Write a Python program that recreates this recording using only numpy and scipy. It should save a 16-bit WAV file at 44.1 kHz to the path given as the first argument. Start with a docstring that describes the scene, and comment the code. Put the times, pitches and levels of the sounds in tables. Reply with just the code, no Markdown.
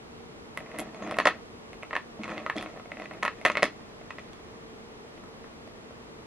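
"""Small room, table, ribbed plastic tray: a strand of metal and stone beads is threaded, dragged, dropped.
Knocks ring short modes of tray, table and beads; drags are dense patters of small blows into the same modes.
Soft finger thumps ring only the low modes; a tube bead pings thin and high.
Decaying noise tails make the room; steady coloured noise makes the hush, narrow noise bands its faint hum.
A two-port microphone sets the stereo image from slopes of the direct sound."""
import sys
import numpy as np
from scipy import signal
from scipy.fft import rfft, irfft
from scipy.io import wavfile
from scipy.ndimage import uniform_filter1d

SR = 44100
rng = np.random.default_rng(int(sys.argv[2]) if len(sys.argv) > 2 else 0)


def dump(signal):
    """Clip the signal to [-1, 1] and save it as 16-bit WAV at the path in sys.argv[1]."""
    limited = np.clip(np.atleast_2d(signal).T, -1, 1)
    pcm = np.round(limited * 32767).astype(np.int16)
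    wavfile.write(sys.argv[1], SR, pcm)


N = 276088
RING_N = 4096  # samples per blow


def undb(db):
    """dB to gain."""
    return 10 ** (np.asarray(db) / 20)


def level(x, db):
    """Set the rms."""
    return x * undb(db) / np.sqrt(np.mean(x ** 2))


def coloured(points):
    """White noise shaped in frequency, interpolated in dB over log frequency."""
    hz, db = np.transpose(points)
    f = np.fft.rfftfreq(N, 1 / SR)
    gain = undb(np.interp(np.log(f + 1), np.log(hz), db))
    return irfft(rfft(rng.standard_normal(N)) * gain, N)


# background spectra, mid and side: (frequency [Hz], relative density [dB])
HUSH_MID_SPECTRUM = [(15, -42), (25, -9.5), (198, -6.5), (221, -6.5), (410, -7), (445, -1.5), (509, -13),
                     (598, -11.5), (970, -15), (1140, -15), (1570, -23), (2060, -22.5), (9810, -42),
                     (13200, -47.5), (15500, -71)]
HUSH_SIDE_SPECTRUM = [(15, -54), (25, -24), (160, -8.5), (227, -5.5), (260, -7), (349, -6), (421, -6.5),
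                      (1200, -10.5), (4750, -21.5), (10900, -33), (15500, -36)]
# wavering hum: (centre [Hz], width [Hz], rms level [dB])
HUM_BANDS = [(232.9, 6.2, -59.5), (460, 51, -58)]
HUSH_MID_RMS_DB, HUSH_SIDE_RMS_DB = -49, -50


def hush():
    """Steady coloured noise, mid and side; narrow noise bands waver as hum in the middle."""
    mid = level(coloured(HUSH_MID_SPECTRUM), HUSH_MID_RMS_DB)
    for hz, width_hz, db in HUM_BANDS:
        edges_hz = [hz - width_hz / 2, hz + width_hz / 2]
        band = signal.butter(1, edges_hz, "bandpass", fs=SR, output="sos")
        mid = mid + level(signal.sosfilt(band, rng.standard_normal(N)), db)
    side = level(coloured(HUSH_SIDE_SPECTRUM), HUSH_SIDE_RMS_DB)
    return np.array([mid, side])


# room tail: (band centre [Hz], t60 [s], mid gain [dB], side gain [dB])
ROOM_BANDS = [(242, 0.2, -2, -24), (498, 0.11, -9.5, -44), (1250, 0.14, -6.5, -34),
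              (1900, 0.25, -18.5, -36), (3050, 0.16, -7, -18), (4800, 0.2, -10, -11), (9600, 0.084, -7, 0)]
FIRST_ECHO_S, ECHO_RISE_S = 0.004, 0.0007  # the walls answer after a gap


def room(x):
    """Echoes as decaying noise tails, band by band, mid and side; new tails on each call."""
    t = np.arange(SR // 3) / SR
    tails = np.zeros((2, len(t)))
    for hz, t60_s, mid_db, side_db in ROOM_BANDS:
        edges_hz = [hz / 1.4, min(hz * 1.4, 20000)]
        band = signal.butter(2, edges_hz, "bandpass", fs=SR, output="sos")
        noise = signal.sosfilt(band, rng.standard_normal((2, len(t))))
        onset = np.clip((t - FIRST_ECHO_S) / ECHO_RISE_S, 0, 1)
        shape = np.exp(-np.log(1000) * t / t60_s) * onset
        shape /= np.sqrt(np.sum(shape ** 2))
        tails += noise * shape * undb([[mid_db], [side_db]])
    return signal.fftconvolve(x[None], tails, axes=1)[:, :N]


# modes of table, tray and beads: (nominal frequency [Hz], level within its part [dB], t60 [s])
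MODES = [(205.3, 7.5, 0.073), (226, 4.5, 0.11), (316, 9.5, 0.08), (403, -7, 0.021), (485, -19, 0.089),
         (626, 9.5, 0.034), (729, 0, 0.06), (911, 2.5, 0.013), (1071, 7.5, 0.021), (1269, -1, 0.07),
         (1820, -9.5, 0.0052), (1963, 11.5, 0.025), (2195, 2, 0.02), (2510, -0.5, 0.037), (3313, -6, 0.012),
         (3403, 4.5, 0.011), (4410, 4, 0.0081), (5100, 1, 0.0075), (6260, 11.5, 0.0018),
         (7340, 4.5, 0.0017), (9170, -8, 0.0098), (10300, 2, 0.0049), (11010, -5, 0.0055)]
# bounds of thud, body, knock, clack, edge, tick: frequency [Hz]
PART_BOUNDS_HZ = [0, 440, 850, 1500, 2950, 6700, 20000]


def part(k):
    """Modes between two bounds, sounding as one part."""
    return [mode for mode in MODES if PART_BOUNDS_HZ[k] < mode[0] <= PART_BOUNDS_HZ[k + 1]]


SCATTER_DB, DETUNE = 2.5, 0.012  # spread of mode level and of relative pitch from blow to blow
MIN_T60_S = 0.002


def ring(modes, chance, contact_s):
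    """One blow on decaying sine modes, peak 1; chance shifts their strength and pitch."""
    t = np.arange(RING_N) / SR
    hz, db, t60_s = np.transpose(modes)[:, :, None]
    chance = chance[:len(modes)]
    gain = undb(db + SCATTER_DB * chance[:, :1])
    phase = 2 * np.pi * hz * (1 + DETUNE * chance[:, 1:]) * t
    decay = np.exp(-np.log(1000) * t / np.maximum(t60_s, MIN_T60_S))
    y = np.sum(gain * decay * np.sin(phase), axis=0)
    y *= 1 - np.exp(-(t / contact_s) ** 2)
    return y / np.abs(y).max()


# how long the push on each part lasts, thud to tick: duration [s]
PUSH_S = [0.0036, 0.0004, 0.00024, 0.00023, 0.00018, 0.00016]


def strike(k, modes, chance):
    """Ring modes of part k with its own contact time; a longer push softens the onset."""
    return ring(modes, chance, PUSH_S[k])


# fingers landing softly on the table: (time [s], thud level [dB])
FINGER_THUMPS = [(0.8016, -35), (1.0066, -35.5), (2.191, -32), (2.5563, -29.5), (3.6246, -35)]
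THUMP_BODY_DB = -3  # re thud


def thumps():
    """A fingertip sounds only the two lowest parts."""
    out = np.zeros(N + RING_N)
    for s, thud_db in FINGER_THUMPS:
        i = int(s * SR)
        chance = rng.standard_normal((2, 8, 2))
        for k, rel_db in enumerate((0, THUMP_BODY_DB)):
            out[i:i + RING_N] += undb(thud_db + rel_db) * strike(k, part(k), chance[k])
    return out[:N]


# metal tube bead left free to ring: (time [s], peak level [dB])
TUBE_PINGS = [(.955, -60), (1.025, -52), (1.037, -52), (1.226, -55)]
TUBE_HZ, TUBE_T60_S, TUBE_CONTACT_S = 6560, 0.047, 0.0023


def tube():
    """A free tube rings one high mode: a thin ping."""
    out = np.zeros(N + RING_N)
    for s, db in TUBE_PINGS:
        i = int(s * SR)
        ping = ring([(TUBE_HZ, 0, TUBE_T60_S)], np.zeros((1, 2)), TUBE_CONTACT_S)
        out[i:i + RING_N] += undb(db) * ping
    return out[:N]


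# strand and fingers over the tray; "fullest" outside the stroke leaves only a swell or a fade:
# (start [s], fullest [s], end [s], level [dB], weight [dB], brightness [dB])
STROKES = [(0.556, 0.776, 0.89, -52.5, -3, 18), (0.783, 0.78, 0.93, -49, -4, 4),
           (0.925, 1.083, 1.394, -47, -0.5, 9), (2.19, 2.26, 2.3, -45, -6, 8),
           (2.275, 2.312, 2.37, -40.5, -6.5, -3), (2.347, 2.368, 2.474, -49, 3.5, -6),
           (2.555, 2.562, 2.74, -38, -14, 19), (2.75, 2.762, 2.81, -58, 3, -1),
           (2.897, 3.04, 3.08, -52.5, -0.5, 3), (3.112, 3.1, 3.3, -62.5, 12.5, -16),
           (3.344, 3.386, 3.46, -50, -13, 3), (3.68, 3.798, 7.4, -58, -14, -6),
           (1.927, 1.97, 1.945, -56, 8, 5)]
# parts, thud to tick: (level re stroke [dB], share of weight [ratio], share of brightness [ratio])
STROKE_MIX = [(4, 0.61, 0.051), (7, 0.86, 0.15), (1, 1, 0.26), (2, 0.69, 0), (-12.5, 0.2, 0.019),
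              (-47, 1.2, 0.46)]
STREAMS, GRAINS_PER_S = 8, 1100  # rate over all streams
GRAIN_DB, GRAIN_TOP = 6, 2.2  # spread; largest grain in spreads
STROKE_FADE_DB, SWELL_SMOOTH_SAMPLES = -14.5, 300  # fade at either end of a stroke
DRAG_WANDER = 0.05  # relative pitch spread: the strand crosses many spots
DRAG_DAMPING = 0.93  # fingers shorten every ring (t60 ratio)


def grain_stream():
    """Sparse random impulses of random size and sign."""
    hits = rng.random(N) < GRAINS_PER_S / SR / STREAMS
    size = undb(GRAIN_DB * np.minimum(rng.standard_normal(N), GRAIN_TOP))
    return hits * size * rng.choice([-1, 1], N)


def stroke_swell(start_s, full_s, end_s, db):
    """Gain over one stroke, moving in dB."""
    t = np.arange(N) / SR
    times_s = [start_s, full_s, end_s]
    shape_db = np.interp(t, times_s, [STROKE_FADE_DB, 0, STROKE_FADE_DB])
    return ((t > start_s) & (t < end_s)) * undb(db + shape_db)


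def drag():
    """Beads and fingers stutter over the ribs: a dense patter of small blows, gated by the strokes."""
    streams = [grain_stream() for _ in range(STREAMS)]
    swells = [stroke_swell(*stroke[:4]) for stroke in STROKES]
    out = np.zeros(N)
    for k, (db, heavy, hard) in enumerate(STROKE_MIX):
        modes = np.array(part(k)) * [1, 1, DRAG_DAMPING]
        patter = np.zeros(N)
        for grains in streams:
            pitch = 1 + DRAG_WANDER * rng.standard_normal()
            blow = strike(k, modes * [pitch, 1, 1], rng.standard_normal((8, 2)))
            patter += signal.fftconvolve(grains, blow)[:N]
        gain = np.zeros(N)
        for swell, stroke in zip(swells, STROKES):
            gain += swell * undb(heavy * stroke[4] + hard * stroke[5])
        out += uniform_filter1d(gain, size=SWELL_SMOOTH_SAMPLES) * level(patter, db)
    return out


# beads striking the tray, levels before settling: (time [s], clack [dB], body [dB], knock [dB],
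# edge [dB], tick [dB], clack pitch [Hz])
BEAD_KNOCKS = [(0.5736, -20, -29, -23.5, -33, -33, 2040), (0.6041, -33, -36, -51, -60, -52, 1970),
               (0.6621, -37.5, -41, -51, -59, -67.0, 2050), (0.7153, -34, -54, -54, -62, -56.0, 2040),
               (0.7617, -35, -42, -48, -50.5, -64.0, 1970), (0.7865, -25, -55, -32, -37, -25, 2030),
               (0.7944, -29.5, -27, -30, -31.5, -30, 2140), (0.8011, -32, -41, -48, -41, -27.5, 2140),
               (0.8036, -38, -37, -39, -42, -39, 2000), (0.815, -40, -28.5, -55.0, -53, -55, 2050),
               (0.9453, -38.5, -37, -60, -43.5, -53, 2200), (1.0226, -33.5, -28.5, -30.5, -44, -64, 1990),
               (1.047, -52, -29, -48, -47, -59.0, 1720), (1.074, -32, -31, -26, -43, -53, 1930),
               (1.1106, -25, -36, -22.5, -30.5, -39, 1990), (1.1225, -31, -22, -31, -48, -54.0, 1830),
               (1.1425, -25.5, -51, -41, -52, -61.0, 2060.0), (1.1686, -35, -47, -25, -46, -41, 1840),
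               (1.1859, -11, -14, -13, -22.5, -33, 1870), (1.2001, -14, -20, -12.5, -26, -38, 1830),
               (1.2095, -21, -45.5, -22, -44, -54, 1740.0), (1.254, -9, -20.5, -29, -23, -40.0, 1920),
               (1.2572, -23, -13, -7, -20.5, -36, 1820), (1.2692, -15, -31, -22, -22, -42, 1920),
               (1.2722, -17, -21, -9, -24, -34, 1890), (1.2708, -7, -13.5, -10, -25, -31, 1894),
               (1.2745, -11, -20.5, -11, -20, -39.0, 1870), (1.2872, -18.5, -45, -18, -42, -48, 1980),
               (1.3076, -23, -52.5, -40, -47, -60.5, 1810), (1.731, -34.5, -37.5, -47, -48, -52, 2100),
               (1.7415, -51, -57, -44, -56, -66.0, 2130), (1.826, -32.5, -55, -56, -56.0, -68.0, 2320),
               (1.8314, -27.5, -34, -29, -54, -48, 2050), (1.9085, -26.5, -38, -28, -52, -62.0, 1850),
               (1.9301, -24, -37, -20, -46, -58.0, 1750), (1.9345, -23, -29, -37, -52, -62, 2000),
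               (1.9528, -16.5, -26.5, -22, -36, -56, 1760), (1.9639, -14.5, -30.5, -15, -31, -41.5, 1820),
               (1.9715, -29.5, -39, -48, -54.5, -59.5, 1950), (2.2155, -39, -58, -51.5, -56.5, -64.0, 2090),
               (2.2341, -26.5, -51, -31.5, -35, -54.0, 2250), (2.2418, -27, -48, -32, -39, -58, 2170),
               (2.2547, -33, -37, -29, -53, -62, 1940), (2.2788, -31, -35, -29, -44, -54, 2120),
               (2.2864, -46, -57.0, -29.5, -53.0, -62.5, 1800.0), (2.2935, -31.5, -51, -48, -48, -60, 2010),
               (2.3023, -43, -42, -30, -42, -56, 1830.0), (2.318, -38, -39, -25, -51, -58, 1860),
               (2.3274, -36, -29.5, -50, -54, -63.5, 1870), (2.342, -46, -53, -50, -47, -64.0, 1870),
               (2.349, -40, -47, -39, -64.5, -67.5, 1750), (2.3785, -22.5, -42, -29, -33.5, -57, 2050),
               (2.3996, -37, -27.5, -32, -53, -61.0, 1870), (2.4628, -21.5, -27.5, -17.5, -40, -54, 1900),
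               (2.4982, -14.5, -35, -16, -34, -49, 1810), (2.529, -47, -53, -49, -55.5, -67.5, 1830.0),
               (2.5651, -40, -37.0, -58.5, -32, -46, 2030), (2.5764, -29, -35, -44, -43, -47, 2030),
               (2.5817, -26.5, -44, -33.5, -26.5, -47, 2370), (2.6105, -29, -43, -30, -37, -48, 2370),
               (2.6255, -28.5, -33, -29, -36, -39, 1900), (2.642, -52, -56.0, -50, -51, -56.0, 2000),
               (2.6602, -31.5, -29.5, -29, -58, -60.5, 2190), (2.7403, -45, -36.5, -56, -64.5, -69, 2100),
               (2.7726, -41, -35, -40, -51.0, -66.0, 1770.0), (2.7972, -39, -37, -32, -54.0, -65.5, 2020),
               (2.8567, -40.5, -37, -42, -56, -68.5, 2100), (2.9178, -24, -31, -29.5, -47, -64, 2000),
               (2.9697, -31, -36, -38, -58.5, -62.5, 1930), (2.9983, -31, -33, -57.0, -46, -51, 2080),
               (3.0195, -29.5, -41, -33, -42, -59, 2050), (3.0403, -45, -46.5, -39, -45, -58, 1820),
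               (3.057, -27.5, -50, -56, -47, -58.5, 1990), (3.1107, -31, -33, -30, -52, -62.0, 1890),
               (3.1354, -37, -43, -47, -52, -50, 2110), (3.2266, -18.5, -45, -21, -37, -44, 2070),
               (3.2305, -15, -26, -14.5, -27, -40, 1840), (3.2508, -19, -29, -14, -28.5, -35, 2140),
               (3.2556, -24, -29, -19.5, -46, -53, 1760), (3.262, -18, -46.5, -22, -51, -52, 1900),
               (3.2789, -15, -31.5, -16, -31.5, -49, 1850), (3.2825, -27, -44, -29, -53.5, -63.5, 1790.0),
               (3.4131, -33.5, -39, -57.5, -51, -50, 2100), (3.4504, -7, -22, -10, -17.5, -27.5, 1990),
               (3.4542, -10, -13, -15, -23.5, -41, 1790), (3.4614, -8.5, -17, -12, -23.5, -38, 1870),
               (3.4758, -20, -50, -23, -43, -40, 1870), (3.4824, -16, -46, -40, -36, -40.0, 1990),
               (3.4994, -15, -21.5, -13, -31, -45, 2130), (3.5174, -30.5, -51, -41, -32, -49, 1833),
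               (3.5532, -16.5, -27, -20, -41, -62, 2000), (3.5707, -13, -20, -15, -23, -40, 2130),
               (3.578, -18, -35, -21, -45, -54, 1900), (3.594, -33, -28, -27, -47.5, -58, 1930),
               (3.6235, -14, -20, -42, -33, -42, 1980), (3.6292, -7, -8.5, -8.5, -15, -26, 1920),
               (3.6401, -14, -29, -18, -24, -39, 1880), (3.6545, -22.0, -43, -24.5, -33, -42, 2020),
               (4.0128, -43, -39, -48, -57, -67.5, 2040), (4.1058, -25, -42, -26.5, -41, -60, 1960),
               (4.1839, -28.5, -34, -32, -44, -64.5, 1960), (4.193, -37, -49, -51, -44, -62, 2400),
               (4.332, -48, -56, -42, -42, -53, 2180), (5.1771, -43.5, -41, -54, -53, -60.0, 2020),
               (5.237, -47, -55, -40, -63.5, -63.0, 1810.0), (5.442, -41, -45, -37, -58, -64.5, 1860),
               (5.675, -46, -39, -53, -56, -59, 1960), (5.908, -49, -40, -42, -58, -66, 1950)]
# change of each part as the bead settles, thud to tick: gain [dB]
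SETTLE_GAIN_DB = [-0.5, -1.5, -6.5, -9, 6, 8]
AIRBORNE_S, SETTLE_S = 0.0043, 0.00058  # the bead bounces clear, then settles
TRAVEL_S = 0.0004  # tray to microphone
THUD_DB = -18  # table under the tray, re body
CLACK_HZ, CLACK_SPAN_HZ = 1950, 400  # modes this near the clack move with the spot struck
PLACES = 4  # spots on the tray, each with its own echo pattern


def move_clack(modes, clack_hz):
    """Scale the modes near the clack to the pitch of the spot struck."""
    moved = []
    for hz, db, t60_s in modes:
        near = abs(hz - CLACK_HZ) < CLACK_SPAN_HZ
        moved.append((hz * clack_hz / CLACK_HZ if near else hz, db, t60_s))
    return moved


def knocks():
    """Every blow rings all parts, each as struck; their levels shift as the bead settles on the tray."""
    out = np.zeros((PLACES, N + 8192))
    t = np.arange(RING_N) / SR
    settled = 1 / (1 + np.exp(np.clip((AIRBORNE_S - t) / SETTLE_S, -50, 50)))
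    for row, (s, clack, body, knock, edge, tick, clack_hz) in enumerate(BEAD_KNOCKS):
        chance = rng.standard_normal((6, 8, 2))
        i = int((s + TRAVEL_S) * SR)
        for k, db in enumerate((body + THUD_DB, body, knock, clack, edge, tick)):
            blow = strike(k, move_clack(part(k), clack_hz), chance[k])
            out[row % PLACES, i:i + RING_N] += undb(db + SETTLE_GAIN_DB[k] * settled) * blow
    return out[:, :N]


PORT_LAG_SAMPLES = 0.68  # right port nearer: right leads and left lags by this
RIGHT_LEAN = 0.38  # treble louder right, softer left (samples squared)


def scene():
    """Beads in front of the microphone, room and hush around; mid and side decoded to left and right."""
    places = list(knocks()) + [tube() + drag() + thumps()]
    beads = sum(places)
    mid, side = sum(room(x) for x in places) + hush()
    # two close ports: their difference is the slope of the direct sound
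    slope = np.gradient(beads)
    side = side - PORT_LAG_SAMPLES * slope + RIGHT_LEAN * np.gradient(slope)
    return np.array([beads + mid + side, beads + mid - side])


TREBLE_HZ, BASS_HZ, TOP_HZ = 12000, 12, 15600


def record(dry):
    """The small microphone rolls off treble and lowest bass; the recorder cuts the top steeply."""
    treble = signal.butter(2, TREBLE_HZ, fs=SR, output="sos")
    bass = signal.butter(1, BASS_HZ, "highpass", fs=SR, output="sos")
    heard = signal.sosfilt(np.vstack([treble, bass]), dry)
    top_cut = signal.ellip(10, 0.2, 80, TOP_HZ, fs=SR, output="sos")
    return signal.sosfilt(top_cut, heard)


dry = scene()
out = record(dry)
dump(out)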